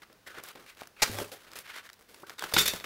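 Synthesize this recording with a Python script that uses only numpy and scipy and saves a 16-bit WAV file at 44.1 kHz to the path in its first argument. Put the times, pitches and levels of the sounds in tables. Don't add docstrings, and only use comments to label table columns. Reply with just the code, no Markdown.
import sys
import numpy as np
from scipy import signal
from scipy.fft import rfft, irfft
from scipy.io import wavfile

SR = 44100
rng = np.random.default_rng(int(sys.argv[2]) if len(sys.argv) > 2 else 0)


def dump_mix(stems):
    frames = np.atleast_2d(stems).T
    limited = np.clip(frames, -1, 1)
    pcm = np.round(limited * 32767).astype(np.int16)
    wavfile.write(sys.argv[1], SR, pcm)


N = 125685
T = np.arange(N) / SR
HALF_SECOND = SR // 2
GRAINS_PER_S = 9000
FIBRES_PER_S, FIBRE_SPREAD_DB = 15000, 1.5

# frequency in Hz, level in dB.
CRACK_SPECTRUM = [(60, -37), (400, -9.5), (850, -2.5), (1400, 2), (2500, -4), (5000, 2.5), (9000, -3.5),
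                  (16000, -3)]


def from_db(db):
    return 10 ** (np.asarray(db) / 20)


def unit(x):
    return x / np.sqrt(np.mean(x ** 2) + 1e-20)


def add(track, s, x):
    i = int(s * SR)
    track[i:i + len(x)] += x[:max(N - i, 0)]


def colour(x, spectrum, treble_db=0, bass_db=0, size=4096):
    hz = np.maximum(np.arange(size // 2 + 1) * SR / size, 1)
    points, db = np.transpose(spectrum)
    treble_hz, bass_hz = 4630, 860
    treble = treble_db / (1 + (treble_hz / hz) ** 3)
    bass = bass_db / (1 + (hz / bass_hz) ** 3)
    level_db = np.interp(np.log(hz), np.log(points), db) + treble + bass
    cepstrum = irfft(np.log(unit(from_db(level_db))))
    cepstrum[1:size // 2] *= 2
    cepstrum[size // 2 + 1:] = 0
    response = irfft(np.exp(rfft(cepstrum)))
    return signal.fftconvolve(x, response)[:len(x)]


def envelope(attack, hold, t60, swell_db=0):
    t = T[:HALF_SECOND]
    swell = swell_db * (np.minimum(t / hold, 1) - .5)
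    release = 60 * np.maximum(t - hold, 0) / t60
    return np.minimum(t / attack, 1) * from_db(swell - release)


def grains(per_s, spread_db):
    n = HALF_SECOND
    sizes = from_db(spread_db * np.minimum(rng.exponential(1, n), 5))
    signs = rng.choice([-1, 1], n)
    return unit(sizes * signs * (rng.random(n) < per_s / SR))


def ring(x, hz, t60):
    radius = np.exp(-np.log(1000) / (t60 * SR))
    w = 2 * np.pi * hz / SR
    return signal.lfilter([0, np.sin(w)], [1, -2 * radius * np.cos(w), radius ** 2], x + 1e-18)


def struck(x, modes):
    out = 0
    for hz, db, t60 in modes:
        tone = ring(x, hz, t60)
        out = out + from_db(db) * tone / np.abs(tone).max()
    return out / np.sqrt(sum(from_db(db) ** 2 for _, db, _ in modes) / 2)


def room_noise():
    # frequency in Hz, level in dB.
    noise_spectrum = [(15, -36), (25, -3.5), (463, -5.5), (962, -10), (1560, -9), (2110, -13),
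                      (4740, -15.5), (7510, -21), (14800, -22), (16000, -18)]
    return from_db(-63.5) * colour(rng.standard_normal(N), noise_spectrum)


def room(x):
    # frequency in Hz, level in dB.
    tail_spectrum = [(40, 0), (400, 0), (2000, -1.5), (6000, -5), (16000, -3.5)]
    t60_s, delay_s = 0.42, 0.0063
    t = T[:SR]
    decay = np.exp(-np.log(1000) * t / t60_s)
    onset = np.clip(t / delay_s - 1, 0, 1)
    tail = colour(rng.standard_normal(SR) * decay * onset, tail_spectrum)
    return signal.fftconvolve(x, tail / np.sqrt(np.sum(tail ** 2)))[:N]


def blade_ring(chatter, length):
    # frequency in Hz, level in dB before it varies from landing to landing.
    blade_modes = [(2194, -14), (2381, -18), (2520, -8), (2645, -5), (3006, -13), (3452, -6), (3570, 5.5),
                   (3667, 2.5), (3811, 0.5), (4523, -1.5), (5233, -1), (5397, -18), (5770, -4), (6795, -6),
                   (7240, -26), (7562, -4.5), (7783, -18), (10043, -27), (11361, -28), (11940, -11)]
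    # frequency in Hz, level in dB.
    jangle_spectrum = [(600, -21), (1800, 5.5), (3500, 2), (7500, 2.5), (8800, 0), (11500, -4.5),
                       (13500, -0.5), (16000, -20)]
    t60_s, varies_db = 0.11, 4
    modes = [(hz, db + varies_db * rng.standard_normal(), t60_s) for hz, db in blade_modes]
    jangle = rng.standard_normal(HALF_SECOND) * envelope(length, length, t60=.15)
    return struck(chatter, modes) + from_db(-6) * colour(jangle, jangle_spectrum)


def bench_thud(chatter, attack_s, length):
    # frequency in Hz, level in dB.
    thud_spectrum = [(25, -2.5), (55, -10.5), (90, 6.5), (125, -7.5), (190, 3.5), (270, -6.5), (380, 4.5),
                     (520, 3), (900, -5), (1500, -10), (4000, -39)]
    bench_hz, bench_t60_s = 382.3, 0.26
    noise = rng.standard_normal(HALF_SECOND) * envelope(attack_s, length, t60=0.067)
    bench_mode = struck(chatter, [(bench_hz, 0, bench_t60_s)])
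    return colour(noise, thud_spectrum) + from_db(-10.5) * bench_mode


def knife():
    # start in seconds, chatter length in seconds, clack level in dB,
    # clack treble in dB, blade ring level in dB, bench thud level in dB.
    landings = [(2.5374, 0.0034, -22, -7, -24, -32), (2.5642, 0.005, -18, -39, -27, -32),
                (2.578, 0.0079, -23, -15, -22.5, -39.5), (2.5849, 0.0066, -16.5, -6.5, -20.5, -36.5),
                (2.607, 0.011, -29, 16, -25.5, -37.5), (2.6564, 0.0077, -26.5, 0, -26, -46),
                (2.677, 0.0066, -24, -4, -25.5, -36.5), (2.735, 0.002, -35, -14, -66, -36.5)]
    # frequency in Hz, level in dB.
    clack_spectrum = [(100, -11), (500, -10.5), (1000, -6), (1900, 0), (2700, -3), (4000, 6.5), (8500, 3.5),
                      (12000, 5), (16000, 3)]
    attack_s, t60_s = 0.00027, 0.022
    contacts_per_s, spread_db = 5300, 1.5
    out = np.zeros(N)
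    for s, length, clack_db, treble_db, ring_db, thud_db in landings:
        chatter = grains(contacts_per_s, spread_db) * envelope(attack_s, length, t60_s)
        add(out, s, from_db(clack_db) * colour(chatter, clack_spectrum, treble_db))
        add(out, s, from_db(ring_db) * blade_ring(chatter, length))
        add(out, s, from_db(thud_db) * bench_thud(chatter, attack_s, length))
    return out


def flops():
    # start in seconds, relative level in dB, nominal pitch in Hz, t60 in seconds,
    # share by which the pitch starts low (0-1).
    buckles = [(0.8187, -22.5, 1300, 0.0056, 0.6), (1.096, -29.5, 242, 0.039, 0.04),
               (1.186, -32.5, 643, 0.094, 0.09), (1.215, -26.5, 473, 0.059, 0.39),
               (1.319, -41, 575, 0.15, 0.15), (2.232, -38, 404, 0.041, 0.1),
               (2.2325, -39, 1680, 0.066, 0.61)]
    # ratio to the pitch, level in dB before the damping.
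    note_modes = [(0.551, -10.5), (1, -1), (1.42, -6)]
    # start in seconds, level in dB.
    booms = [(1.098, -38), (1.147, -46.5)]
    rise_s = 0.0049
    damping_hz = 1910
    boom_hz, boom_t60_s = 101.7, 0.34
    out, t = np.zeros(N), T[:HALF_SECOND]
    for s, db, pitch_hz, t60, rise in buckles:
        bent_time = t - min(rise, 1) * rise_s * (1 - np.exp(-t / rise_s))
        note = 0
        for ratio, mode_db in note_modes:
            hz = pitch_hz * ratio
            loss_db = 20 * max(hz / damping_hz, 1) ** 2 - 19.5
            detuned_hz = hz * rng.uniform(0.95, 1.02)
            note = note + from_db(mode_db - loss_db) * np.sin(2 * np.pi * detuned_hz * bent_time)
        add(out, s, from_db(db) * note * envelope(0.0015, 0.00091, t60))
    for s, db in booms:
        boom = np.sin(2 * np.pi * boom_hz * t) * envelope(0.0023, .005, boom_t60_s)
        add(out, s, from_db(db) * boom)
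    return out


def cracks():
    # start in seconds, level in dB, treble in dB, bass in dB.
    creases = [(0.0208, -46.5, -15, 15), (0.128, -51.5, -4, 2), (0.4, -49, -13, 25), (0.4368, -35, 9, 24),
               (.462, -43, 24, 4), (0.487, -40, 13, 5), (0.507, -46, -27, 3), (.557, -41, -15, 18),
               (.749, -54.5, -5, -9), (.872, -39.5, -4, 2), (1.186, -25, -18, 10), (1.201, -28, -14, 30),
               (1.5165, -42.5, -7, 12), (1.5335, -42, -10, -13), (1.5883, -36, 24, 3), (1.763, -40, -6, 11),
               (1.8903, -42, -21, -13), (1.899, -40.5, -19, -4), (1.9308, -45.5, -6, -44),
               (1.939, -50, -6, -16), (2.144, -41.5, -14, -11), (2.296, -36, -16, -13),
               (2.304, -38.5, -24, 11), (2.3933, -31, -16, -53), (2.423, -27.5, -15, 16.5),
               (2.439, -27, -19, -7), (2.524, -32.5, -16, 19), (2.736, -35, -12, 9), (2.761, -35, -3, -5),
               (2.800, -37.5, -14, -8)]
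    out = np.zeros(N)
    shape = envelope(attack=0.00035, hold=0.0008, t60=.012)
    for s, db, treble_db, bass_db in creases:
        snaps = grains(FIBRES_PER_S, FIBRE_SPREAD_DB) * shape
        add(out, s, from_db(db) * colour(snaps, CRACK_SPECTRUM, treble_db, bass_db))
    return out


def sheet(x, hz):
    width_hz, sag_oct_per_s = 580, 4.8
    centre_hz = hz * 2 ** (-sag_oct_per_s * T[:len(x)])
    turn = np.exp(2j * np.pi * np.cumsum(centre_hz) / SR)
    lowpass = signal.butter(2, width_hz / 2, fs=SR, output="sos")
    return unit(np.real(turn * signal.sosfilt(lowpass, x / turn)))


def rubs():
    # start in seconds, length in seconds, level in dB, swell over the stroke in dB,
    # treble in dB, bass in dB, starting sheet resonance in Hz, spread of grain sizes in dB.
    strokes = [(0.019, 0.011, -52.5, -5.5, -4, -4, 1560, 2), (.096, 0.072, -64, -18, -10, 12, 1320, 4.5),
               (0.261, 0.086, -51.5, -14, 3, 6, 1800, 0), (0.341, 0.054, -47, 2.5, -4, 6.5, 1500, 1.9),
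               (0.426, 0.076, -49, 5.5, 3.5, -2.5, 1490, 3.5), (0.552, 0.024, -48, -2.5, -2, 11, 1050, 4),
               (0.591, 0.068, -56.5, -4, 4, 10, 1250, 3), (0.661, 0.041, -52, 6.5, 0.5, -13, 2540, 1.5),
               (0.767, 0.064, -50, 5, 1.5, -2.5, 2740, 5), (0.961, 0.075, -51.5, 20, -4.5, -5, 2540, 1),
               (1.049, 0.11, -42, 5, 11, 11.5, 2360, 4.5), (1.165, 0.059, -39, 6, 9.5, 12, 3400, 1.5),
               (1.238, 0.087, -52.5, -2, 9, -5, 1175, 0.5), (1.316, .022, -42.5, -2, 9.5, 1, 605, 0.5),
               (1.347, 0.09, -58, -1.5, 3, -2, 1530, 3.5), (1.44, .10, -54, 6, 0.5, 4.5, 1690, 4),
               (1.553, 0.059, -46.5, -10, 8.5, 0.5, 2700, 3.5), (1.634, 0.15, -47.5, 10, -5, -12, 2520, 3),
               (1.83, 0.033, -53.5, 3, 1.5, -6, 1830, 2.5), (1.99, 0.052, -62.5, -8, 9, 8, 1300, 6.5),
               (2.082, 0.14, -57.5, -1, 9, 7, 560, 2), (2.264, 0.07, -53.5, -4, 6, 6, 1500, 1.5),
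               (2.38, 0.071, -45, -4, 0.5, -4.5, 3800, 0.5), (2.426, 0.036, -39, -5.5, 4.5, 9.5, 1100, 3.5),
               (2.465, 0.057, -44.5, -3.5, 6, 3, 1370, 3), (2.731, .04, -46.5, 1, 5, 1, 1590, 2),
               (2.808, 0.017, -47.5, -12, -5, 1, 1330, 2.5), (2.839, 0.025, -39, 1, -2, 0, 2000, 4.5)]
    # frequency in Hz, level in dB.
    grit_spectrum = [(40, -12.5), (150, -9), (450, 1.5), (850, -2), (1500, 3.5), (2400, -0.5), (4000, -4),
                     (7000, -12), (12000, -14), (16000, -16.5)]
    attack_share, t60_s = 0.07, 0.11
    slip_db, slips_per_s = 3, 67.1
    sheet_db, loss_per_spread_db = -1.5, 5.5
    out = np.zeros(N)
    for s, length, db, swell_db, treble_db, bass_db, hz, spread_db in strokes:
        slip_points = rng.standard_normal(HALF_SECOND)
        slips = np.interp(T[:HALF_SECOND] * slips_per_s * 2, np.arange(HALF_SECOND), slip_points)
        grit = unit(grains(GRAINS_PER_S, spread_db) * from_db(slip_db * slips))
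        shape = envelope(attack_share * length, length, t60_s, swell_db)
        scrape = colour(grit * shape, grit_spectrum, treble_db, bass_db)
        ring_gain = from_db(sheet_db - loss_per_spread_db * spread_db - treble_db / 2)
        add(out, s, from_db(db) * (scrape + ring_gain * sheet(grit, hz) * shape))
    return out


def rip():
    # frequency in Hz, level in dB.
    tear_spectrum = [(25, -5), (60, -25), (110, -8.5), (250, -11), (650, -2), (1200, -3), (2300, 1.5),
                     (3200, -7.5), (4600, -1), (7000, -5), (9000, -10.5), (16000, -19)]
    start_s, attack_s, hold_s = 1.019, 0.0023, .012
    end_s = attack_s + hold_s
    tear = grains(FIBRES_PER_S, FIBRE_SPREAD_DB) * envelope(attack_s, end_s, t60=0.042)
    edge = grains(GRAINS_PER_S, spread_db=6) * envelope(hold_s, end_s, t60=0.14)
    out = np.zeros(N)
    add(out, start_s, from_db(-17.5) * colour(tear, tear_spectrum))
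    add(out, start_s, from_db(-29.5) * colour(edge, CRACK_SPECTRUM, treble_db=-14))
    return out


def scene():
    noise = room_noise()
    steel = knife()
    paper = flops() + cracks() + rubs() + rip()
    reflections = room(from_db(-16) * paper + from_db(-11.5) * steel)
    return (paper + steel + reflections + noise)[None]


def record(dry):
    ceiling, cutoff_hz = .42, 15650
    rounded = ceiling * np.tanh(dry / ceiling)
    lowpass = signal.ellip(10, .1, 80, cutoff_hz, fs=SR, output="sos")
    return signal.sosfilt(lowpass, rounded)


dry = scene()
out = record(dry)
dump_mix(out)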